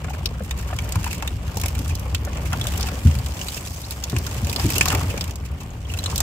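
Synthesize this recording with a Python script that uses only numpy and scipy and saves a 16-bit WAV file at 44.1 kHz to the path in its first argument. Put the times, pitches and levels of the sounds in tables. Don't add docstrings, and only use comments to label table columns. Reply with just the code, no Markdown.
import sys
import numpy as np
from scipy import signal
from scipy.fft import rfft, irfft
from scipy.io import wavfile

SR = 44100
rng = np.random.default_rng(int(sys.argv[2]) if len(sys.argv) > 2 else 0)


def invert_db(x):
    u = np.asarray(x, float) / 20
    return 10 ** u


def wrap_up_sound(samples):
    columns = np.atleast_2d(samples).T
    tamed = np.clip(columns, -1, 1)
    steps = np.round(tamed * 32767).astype(np.int16)
    wavfile.write(sys.argv[1], SR, steps)


N = 274302

# (time [s], level [dB])
IDLE_DB = [
    (0, -31),
    (2.9, -31),
    (3.2, -38),
    (3.9, -40),
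    (4.5, -37),
    (5.4, -37),
    (5.9, -34),
    (6.22, -33),
]
# (multiple of half-turn rate [1], level [dB])
ENGINE_ORDERS = [(2, -11), (3, 0), (4, -13), (5, -14), (6, -22), (7, -14), (8, -17), (9, -22), (11, -25)]
# (time [s], level [dB])
THRASHING_DB = [(0.0, -28), (0.43, -30.5), (0.97, -25.5), (1.4, -29), (2.1, -28), (2.74, -24.5), (3.3, -30),
                (3.84, -35), (4.36, -27), (4.78, -24.5), (4.95, -22), (5.37, -30.5), (5.87, -31),
                (6.22, -26.5)]
# (time [s], level [dB])
FLUNG_WATER_DB = [(0.0, -52.5), (0.43, -52), (1.0, -46.5), (1.4, -49.5), (1.64, -44.5), (2.06, -49),
                  (2.25, -50), (2.68, -40.5), (3.22, -43.5), (3.5, -39.5), (3.95, -45), (4.47, -41),
                  (4.71, -33), (5.21, -43.5), (5.37, -54), (5.84, -55), (6.12, -38.5), (6.22, -44)]
# (frequency [Hz], density [dB per Hz])
RUMBLE_SPECTRUM = [(24, -42), (40, -10), (54, -11), (75, 2.5), (106, -7.5), (129, -13), (216, -21.5),
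                   (320, -22.5), (420, -42.5), (700, -120)]
# (frequency [Hz], density [dB per Hz])
SLOSH_SPECTRUM = [(120, 3.5), (200, -1), (327, -7.5), (551, -5.5), (609, -7.5), (1120, -9), (1360, -18),
                  (2200, -17), (2860, -19.5), (4840, -120)]
# (frequency [Hz], density [dB per Hz])
SPRAY_SPECTRUM = [(880, -11.5), (1500, -1), (1790, -4.5), (2510, -3), (3270, -1), (3570, -7), (4690, -1),
                  (7420, -5.5), (8090, -2.5), (9010, -5.5), (13400, -8), (15400, -11)]
# (frequency [Hz], correlation [1])
LIKENESS_LR = [(60, 0.99), (180, 0.99), (550, 0.85), (1650, -0.2), (4970, -0.065), (15000, -0.76)]
# (time [s], peak [dB], panel mode [Hz], knock [dB])
BED_BLOWS = [(0.404, -27.5, 73, 4), (0.956, -9.5, 102.3, -10), (1.469, -14.5, 80, -77),
             (1.638, -24, 67.6, -21), (1.787, -19.5, 104.6, 3.5), (1.885, -10.5, 81.7, -22),
             (2.408, -44, 80, -5), (2.529, -19.5, 94, -11), (3.048, 4, 81.4, -10.5), (3.15, -8.5, 69, -13),
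             (3.237, -15, 80.6, -31), (3.702, -21, 80.4, -13), (4.127, -10, 115.5, -1),
             (4.159, -15.5, 82, -20), (4.425, -10, 78, -9), (4.639, -9, 106.2, 2.5), (4.926, -11, 112, -3),
             (5.026, -11.5, 97, -34), (6.119, -18, 90, -10)]
# (time [s], peak [dB], pitch [Hz], climb [octaves])
SINGLE_BUBBLES = [(.135, -30.5, 2400, 0), (.511, -25, 3650, 0.12), (0.787, -23, 3170, 0),
                  (1.112, -26, 2600, 0), (.105, -27, 814, 0.1), (4.782, -16, 2810, 0),
                  (5.015, -27, 1160, 0), (5.99, -20, 4000, 0.073), (1.277, -21.5, 3660, 0),
                  (1.91, -29, 2440, 0.024), (2.15, -21, 4350, 0), (2.613, -17, 3470, 0),
                  (2.755, -29, 3050, 0), (3.443, -41, 5650, 0), (3.545, -22, 5300, 0),
                  (3.648, -38, 3220, 0.63), (3.835, -34.5, 3400, 1.5), (4.811, -14, 1750, 0),
                  (5.705, -36, 6700, 0), (5.853, -33, 3180, 0), (5.9, -27.5, 2770, 0.093),
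                  (.408, -28.5, 620, 0), (1.79, -28.5, 300, 0.04), (1.572, -24, 850, 0),
                  (.63, -36, 1800, 0.03), (4.93, -18, 1260, 0)]
# (time [s], peak [dB], hollow [Hz])
BODY_PLOPS = [(0.043, -19, 694), (0.082, -21, 730), (0.256, -27, 454), (0.507, -22, 1670),
              (0.702, -22.5, 1120), (0.727, -14, 700), (0.955, -13, 1000), (1.041, -25, 860),
              (1.064, -14, 900), (1.223, -16, 940), (1.568, -20, 530), (1.636, -17, 930), (1.652, -19, 630),
              (2.273, -18, 670), (2.522, -17, 2020), (2.533, -12, 1260), (2.65, -20.5, 1110),
              (2.798, -20.5, 746), (2.884, -17.5, 760), (4.128, -21, 820), (4.163, -22, 1450),
              (4.266, -24, 1440), (4.595, -20, 810), (5.01, -18, 1190), (5.138, -17, 500),
              (5.28, -29, 1190), (6.203, -15, 860),
              (4.488, -24, 447),
    (4.559, -21, 420),
    (4.762, -18, 431),
    (4.809, -16.5, 1730),
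    (4.858, -10.5, 1210),
    (4.877, -11.5, 764),
    (4.902, -13, 694),
    (4.918, -9, 820),
    (4.947, -15, 775),
              (.4045, -19, 520),
]
# (time [s], peak [dB])
SOFT_SMACKS = [(0.098, -35), (0.135, -36), (0.452, -43), (0.588, -31.5), (0.675, -33.5), (0.839, -39),
               (0.997, -33), (1.059, -28), (1.109, -26), (1.146, -29), (1.471, -43), (1.893, -28),
               (2.414, -36), (2.455, -32), (2.868, -26), (3.439, -41), (3.54, -30), (3.57, -26.5),
               (3.831, -40), (3.917, -28.5), (4.376, -30), (4.619, -27), (4.757, -19), (4.823, -24),
               (4.917, -22), (5.101, -26), (5.451, -36), (5.604, -35.5), (5.894, -38), (5.916, -34)]
# (time [s], peak [dB], air pocket [Hz], spray [dB])
FIN_FLICKS = [(0.1854, -36, 2240, -14), (0.4444, -27, 2720, -12), (0.4574, -32, 2420, -10),
              (0.5746, -24, 2740, -8), (0.6094, -25, 2470, -10), (0.626, -26, 2540, -13),
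              (0.7394, -28, 2450, 2), (0.8194, -26, 2370, 2), (0.8425, -26, 7580, -2),
              (1.0744, -18, 2420, -14), (1.1794, -22.5, 2530, -11), (1.3044, -34, 2660, -16),
              (1.3644, -36, 2900, -16), (1.4331, -35, 2650, -13), (1.5814, -21, 7450, -7),
              (1.7799, -23, 2950, -15), (1.8163, -25, 2570, -7), (1.9094, -32, 3210, -42),
              (2.0777, -29, 3220, -4), (2.3301, -24, 2520, -21), (2.4314, -28, 2680, -12),
              (2.4713, -25, 2680, -6), (2.6814, -34, 2700, -9), (2.797, -19, 5100, -15),
              (3.1094, -23, 3040, -29), (3.3079, -29, 5230, -16), (3.3428, -25, 7040, -13),
              (3.3702, -22, 3720, -22), (3.5194, -19, 3700, -18), (3.5594, -25, 2790, -14),
              (3.6252, -31, 7490, -2), (3.7044, -26, 8070, -8), (3.7494, -28, 6220, -6),
              (3.8152, -20.5, 3280, -9), (4.4144, -23, 2950, 13), (4.6394, -15, 2400, -9),
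              (4.8294, -15, 2660, -9), (4.9242, -9, 2720, -11), (5.0094, -21, 2210, -10),
              (5.0594, -42, 2450, -11), (5.2769, -21, 2440, -17), (5.4595, -29, 2270, -11),
              (5.5139, -32, 2320, -9), (5.6326, -30, 3140, -13), (5.6794, -40, 2520, 2),
              (5.8144, -34, 2600, -28), (5.8994, -47, 2810, -14), (6.1125, -18, 7660, -22)]
# (time [s], peak [dB], air pocket [Hz], spray [dB])
TAIL_SLAPS = [(0.042, -30, 2450, -33), (0.2574, -10.5, 5720, -13.5), (0.4347, -34, 5200, 1),
              (0.5088, -19, 2390, -11), (0.7322, -36, 2370, -15), (0.7632, -31, 8230, -9),
              (0.7872, -19, 2380, -17), (0.8899, -26, 2680, -3), (0.9216, -18, 8400, -7),
              (0.955, -23, 2360, -10), (1.0286, -28, 2840, -16), (1.042, -18.5, 2630, -15),
              (1.1109, -56, 2550, -22), (1.1288, -18.5, 2440, -11), (1.2234, -19.5, 2550, -19),
              (1.258, -49, 2720, -23), (1.275, -17, 2830, -13), (1.555, -36, 7630, -32),
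              (1.5702, -17, 7600, -7), (1.5983, -26, 6800, -5), (1.6137, -19, 7450, -3),
              (1.635, -20.5, 2330, -14), (1.6587, -15.5, 2430, -8), (1.682, -20.5, 2640, -8),
              (1.7504, -25.5, 2460, -11), (1.7897, -21.5, 2900, -10), (1.8457, -29, 2980, -12),
              (1.8786, -25.5, 2520, -3), (1.952, -20.5, 6700, -9), (1.9942, -29, 7000, -3),
              (2.147, -12.5, 3230, -15), (2.249, -26.5, 7540, -6), (2.3702, -29.5, 2700, -40),
              (2.5296, -18, 2840, -13.5), (2.6119, -22, 3820, -20), (2.64, -27, 7740, -8),
              (2.6687, -15.5, 3840, -15), (2.72, -27.5, 2600, -7), (2.776, -19.5, 8450, -3),
              (2.8081, -19, 5800, -12), (2.8282, -18, 5770, -58), (2.8856, -24.5, 2340, -41),
              (3.07, -25, 3000, -21), (3.1512, -23, 2480, -12), (3.1865, -24, 5000, -12),
              (3.261, -23, 3120, -19), (3.284, -36, 2260, 19), (3.3907, -26, 3020, -16),
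              (3.4131, -19.5, 2900, -30), (3.466, -30, 2570, -35), (3.4837, -17.5, 4380, -16),
              (3.6732, -26, 5800, -15), (3.9074, -19, 5630, -5), (4.0378, -17, 7060, -10),
              (4.097, -23.5, 6200, -12), (4.1637, -18, 2880, -20), (4.184, -22, 6330, -8),
              (4.2647, -21, 6760, -9), (4.311, -26, 2850, -19), (4.3401, -30, 3250, 12),
              (4.446, -23.5, 6860, -10), (4.469, -21.5, 2730, -14), (4.4956, -19, 5300, -13.5),
               (4.528, -16.5, 2410, -6.5), (4.5606, -12.5, 5000, -16), (4.5964, -19, 5260, -14),
               (4.6617, -20, 2550, -10), (4.7023, -14.5, 2390, -6), (4.7346, -28, 6040, -2),
               (4.781, -7, 8900, 8), (4.8094, -3.5, 2550, -22.5), (4.8558, -11.5, 2640, -11.5),
               (4.8828, -10, 7200, -11.5), (4.9022, -13.5, 2740, -26), (4.9483, -15, 2400, -14),
               (5.1762, -23.5, 2320, -18), (5.2092, -15.5, 5440, -17), (5.24, -24.5, 2880, -15),
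               (5.3077, -26, 3230, -15), (5.356, -26.5, 8050, -9), (5.8845, -41, 2900, -48),
               (5.9368, -22.5, 2850, -17), (5.973, -26, 2700, -12), (5.9872, -20, 3350, -14),
               (6.0386, -22.5, 7700, -13), (6.0592, -17, 4200, -25), (6.099, -23.5, 3040, -23),
               (6.1583, -14, 6100, -9), (6.1787, -11.5, 8000, -7), (6.2035, -7.5, 8000, -5)]
# (delay [s], level [dB])
BOARD_ECHOES = [(.0031, 1.5), (.0057, -2), (.0092, -7), (.0141, -10), (.021, -57.5), (.032, -15.5)]
# (frequency [Hz], left over right [dB])
PORT_TILT = [(60, 0.5), (150, 1), (380, 0.5), (950, 4.5), (2380, -2), (5980, -1), (15000, -1)]
# (frequency [Hz], gain [dB])
MICROPHONE_DB = [(1700, 0), (2100, 0), (2550, 1), (4200, -1), (6000, -0.35), (7600, 1.8), (9200, -2),
                 (11000, -0.9)]

LEFT_RIGHT = np.array([[1], [-1]])


def rms_one(x):
    return x / np.sqrt(np.mean(x ** 2) + 1e-20)


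def peak_one(x):
    return x / np.abs(x).max()


def in_time(rows):
    s, level_db = np.transpose(rows)
    return np.interp(np.arange(N) / SR, s, level_db)


def at_hz(points, hz):
    points_hz, values = np.transpose(points)
    return np.interp(np.log(hz), np.log(points_hz + 1), values)


def band(x, low_hz, high_hz):
    sos = signal.butter(2, [low_hz, min(high_hz, 0.45 * SR)], "band", fs=SR, output="sos")
    return signal.sosfilt(sos, x)


def top_cut(x):
    return signal.sosfilt(signal.cheby2(16, 50, 16050, fs=SR, output="sos"), x)


def drift(rate_hz):
    r = np.exp(-80 * np.pi * rate_hz / SR)
    slow = signal.lfilter([1], [1, -2 * r, r * r], rng.standard_normal(N // 40 + 2002))[2000:]
    return np.interp(np.arange(N) / 40, np.arange(len(slow)), rms_one(slow))


def ring(x, hz, t60_s):
    r = invert_db(-60 / (t60_s * SR))
    w = 2 * np.pi * hz / SR
    return signal.lfilter([0, np.sin(w)], [1, -2 * r * np.cos(w), r * r], x)


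def add(out, s, sound):
    at = round(s * SR)
    out[..., at:at + sound.shape[-1]] += sound[..., :N - at]


def follows(mean_db, thrash_share, water_share):
    thrash_db, water_db = in_time(THRASHING_DB), in_time(FLUNG_WATER_DB)
    thrash_swing_db = thrash_db - thrash_db.mean()
    water_swing_db = water_db - water_db.mean()
    return invert_db(mean_db + thrash_share * thrash_swing_db + water_share * water_swing_db)


def banded(spectrum, source, together_db, own_db, rate_hz):
    out, together = 0, drift(rate_hz)
    first_hz, last_hz = spectrum[0][0], spectrum[-1][0]
    edges_hz = first_hz * 2 ** np.arange(0, np.log2(last_hz / first_hz) + 0.3, 1 / 3)
    for k, (low_hz, high_hz) in enumerate(zip(edges_hz, edges_hz[1:])):
        mid, side = band(source[k % 2], low_hz, high_hz)
        hz = np.sqrt(low_hz * high_hz)
        alike = np.clip(at_hz(LIKENESS_LR, hz), -1, 1)
        flicker_db = together_db * together + own_db * drift(rate_hz * 0.56)
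        gain = invert_db(at_hz(spectrum, min(hz, 15000)) + flicker_db)
        out = out + gain * (np.sqrt(1 + alike) * mid + np.sqrt(1 - alike) * side * LEFT_RIGHT)
    return rms_one(out)


def droplets(per_s, spread_db, smear_s, hiss):
    sizes = invert_db(spread_db * np.minimum(rng.exponential(1, N), 2.4))
    born = rng.random(N) < per_s / SR
    r = np.exp(-2 / (smear_s * SR))
    gate = signal.lfilter([1], [1, -2 * r, r * r], sizes * born)
    return rng.standard_normal((2, 2, N)) * (hiss + rms_one(gate))


def engine():
    firing_hz = 63.94
    half_turn = 2 * np.pi * np.cumsum(firing_hz / 3 * (1 + 0.002 * drift(1))) / SR
    hum = 0
    for multiple, db in ENGINE_ORDERS:
        hum = hum + invert_db(db + 2.7 * drift(2.9)) * np.sin(multiple * half_turn + rng.uniform(0, 8.14))
    return np.sqrt(2) * invert_db(in_time(IDLE_DB)) * hum


def bed_rumble():
    noise = rng.standard_normal((2, 2, N))
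    rumble = banded(RUMBLE_SPECTRUM, noise, together_db=0.8, own_db=1.5, rate_hz=14)
    return invert_db(in_time(THRASHING_DB) - 0.5) * rumble


def slosh():
    drops = droplets(per_s=150, spread_db=4.0, smear_s=0.005, hiss=1.4)
    water = banded(SLOSH_SPECTRUM, drops, together_db=0.6, own_db=1.2, rate_hz=20)
    return follows(-38.5, thrash_share=0.67, water_share=0.27) * water


def flung_water():
    drops = droplets(per_s=300, spread_db=3.2, smear_s=0.0015, hiss=1.1)
    shower = top_cut(banded(SPRAY_SPECTRUM, drops, together_db=0.6, own_db=1.2, rate_hz=22))
    split_hz = 3800
    trickle = signal.sosfilt(signal.butter(3, split_hz, "low", fs=SR, output="sos"), shower)
    mist = signal.sosfilt(signal.butter(3, split_hz, "high", fs=SR, output="sos"), shower)
    trickle_gain = follows(-46, thrash_share=0.69, water_share=0.52)
    return trickle_gain * rms_one(trickle) + invert_db(in_time(FLUNG_WATER_DB) + 1.5) * rms_one(mist)


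def bed_thumps():
    panel_t60_s, knock_t60_s, push_s = 0.18, 0.14, 0.0064
    out, t = np.zeros(N), np.arange(12000) / SR
    push = np.sin(np.pi * np.minimum(t / push_s, 1)) ** 2
    for s, db, hz, knock_db in BED_BLOWS:
        modes = ring(push, hz, panel_t60_s * 0.99) - 0.5 * ring(push, hz * 1.7, panel_t60_s)
        panel = peak_one(modes) * (1 - np.exp(-t / 0.015))
        knock_hz = 2.75 * hz
        rattle = rng.standard_normal(len(t)) * np.exp(-6.9 * t / knock_t60_s)
        rattle = band(rattle, knock_hz * 0.66, knock_hz * 1.21)
        rattle = band(rattle, knock_hz * 0.5, knock_hz * 1.43)
        knock = peak_one(ring(push, knock_hz, knock_t60_s)) + 0.48 * peak_one(rattle)
        knock = knock * (1 - np.exp(-t / 0.0072))
        add(out, s, invert_db(db) * (invert_db(knock_db) * knock - panel))
    return out


def gurgle():
    per_s, cycles, pitches = 220, 15.6, 14
    sizes = invert_db(3.8 * np.minimum(rng.exponential(1, N), 4)) * rng.choice([-1, 1], N)
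    born = rng.random(N) < per_s * invert_db(5.0 * drift(12)) / SR
    dealt = rng.integers(0, pitches, N)
    sides_db = rng.normal(0, 2.5, pitches)
    rings = 0
    for k, hz in enumerate(np.geomspace(550, 3400, pitches)):
        clicks = sizes * born * (dealt == k) + 1e-18
        rings = rings + ring(clicks, hz, cycles / hz) * invert_db(sides_db[k] * LEFT_RIGHT)
    return follows(-48, thrash_share=0.84, water_share=0.37) * rms_one(band(rings, 530, 3800))


def bubbles():
    cycles = 5.8
    out, t = np.zeros(N), np.arange(2500) / SR
    for s, db, hz, climb in SINGLE_BUBBLES:
        life = t * hz / (cycles * (1 + 5.0 * abs(climb)) * (hz / 3000) ** 0.59)
        turn = 2 * np.pi * np.cumsum(hz * 2 ** (climb * np.minimum(life / 3, 1))) / SR
        add(out, s, invert_db(db) * peak_one(life * np.exp(-2 * life)) * np.sin(turn))
    return out


def plops():
    rise_s, t60_s, sharp_hollow_hz = 0.00095, 0.04, 694
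    out, t = np.zeros((2, N)), np.arange(4000) / SR
    for s, db, hz in BODY_PLOPS:
        noise = rng.standard_normal((3, len(t)))
        shape = (1 - np.exp(-t / rise_s)) * np.exp(-6.9 * t / t60_s)
        burst = (noise[0] + 0.054 * noise[1:]) * shape
        hollow = peak_one(ring(burst, hz, 9.1 / hz))
        click_gain = min(hz / sharp_hollow_hz, 1) ** 3 * invert_db(-1.5)
        click = click_gain * peak_one(band(burst, 640, 1530))
        add(out, s, invert_db(db - 4.5) * peak_one(hollow + click))
    return out


def slaps(events, slowness, rise_s, softer):
    tick_s, tail_s, tail_share = 0.0014, 0.0048, 0.28
    pocket_cycles, spray_top_hz = 12, 17000
    out, t = np.zeros((2, N)), np.arange(1800) / SR
    noise = rng.standard_normal((len(events), 3, len(t)))
    pans_db = rng.normal(0, 0.96, len(events))
    peaks_db = np.array(events)[:, 1, None, None]
    slow_t = t * np.exp(softer * (peaks_db + 14)) / slowness
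    hump = np.exp(-slow_t / tick_s) + tail_share * np.exp(-(slow_t / tail_s) ** 2)
    shape = (1 - np.exp(-slow_t / rise_s)) * hump
    bursts = (0.66 * noise[:, :1] + 0.62 * noise[:, 1:]) * shape
    cracks = band(bursts, 2790, 8500)
    sprays = band(bursts, 4730, spray_top_hz)
    fines = band(bursts, 8700, spray_top_hz)
    for k, (s, db, hz, spray_db) in enumerate(events):
        spray = invert_db(spray_db + 15) * peak_one(sprays[k])
        fine = invert_db(spray_db - 3) * peak_one(fines[k])
        pocket_db = 2 + 0.14 * (db + 6)
        pocket = invert_db(pocket_db) * peak_one(ring(bursts[k], hz, pocket_cycles / hz))
        slap = peak_one(peak_one(cracks[k]) + spray + fine + pocket)
        add(out, s, slap * invert_db(db + 5.0 + pans_db[k] * LEFT_RIGHT))
    return out


def fin_flicks():
    events = [(s, db - 8, hz, spray_db) for s, db, hz, spray_db in FIN_FLICKS]
    return slaps(events, slowness=1.2, rise_s=0.0015, softer=0.0073)


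def soft_smacks():
    lead_s, pocket_hz, spray_db = 0.0036, 2600, -15
    events = [(s - lead_s, db + 0.5, pocket_hz, spray_db) for s, db in SOFT_SMACKS]
    return slaps(events, slowness=2.75, rise_s=0.004, softer=0.014)


def tail_slaps():
    return slaps(TAIL_SLAPS, slowness=1.0, rise_s=0.001, softer=0.019)


def side_boards(x):
    out = np.zeros((2, N))
    for k, (s, db) in enumerate(BOARD_ECHOES):
        crossed = x[::(-1) ** k]
        add(out, s, invert_db(db) * crossed * [[1], [(-1) ** (k + 1)]])
    return band(out, 680, 7600)


def scene():
    beds = engine() + bed_rumble() + slosh() + flung_water() + bed_thumps()
    hits = top_cut(plops() + fin_flicks() + soft_smacks() + tail_slaps())
    hits = hits + gurgle() + bubbles()
    return beds + hits + invert_db(-8.0) * side_boards(hits)


def roll_off(x):
    return signal.sosfilt(signal.butter(12, 16990, fs=SR, output="sos"), x)


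def record(dry):
    lead_s, ceiling = 0.000099, 1.5
    hz = np.fft.rfftfreq(N, 1 / SR) + 1
    tilt = invert_db(at_hz(PORT_TILT, hz) / 2)
    lead = np.exp(2j * np.pi * hz * lead_s)
    ports = irfft(rfft(dry) * invert_db(at_hz(MICROPHONE_DB, hz)) * [tilt * lead, 1 / tilt], N)
    cut = signal.sosfilt(signal.butter(6, 38, "high", fs=SR, output="sos"), ports)
    mix = ceiling * np.tanh(cut / ceiling)
    return roll_off(mix)


dry = scene()
out = record(dry)
wrap_up_sound(out)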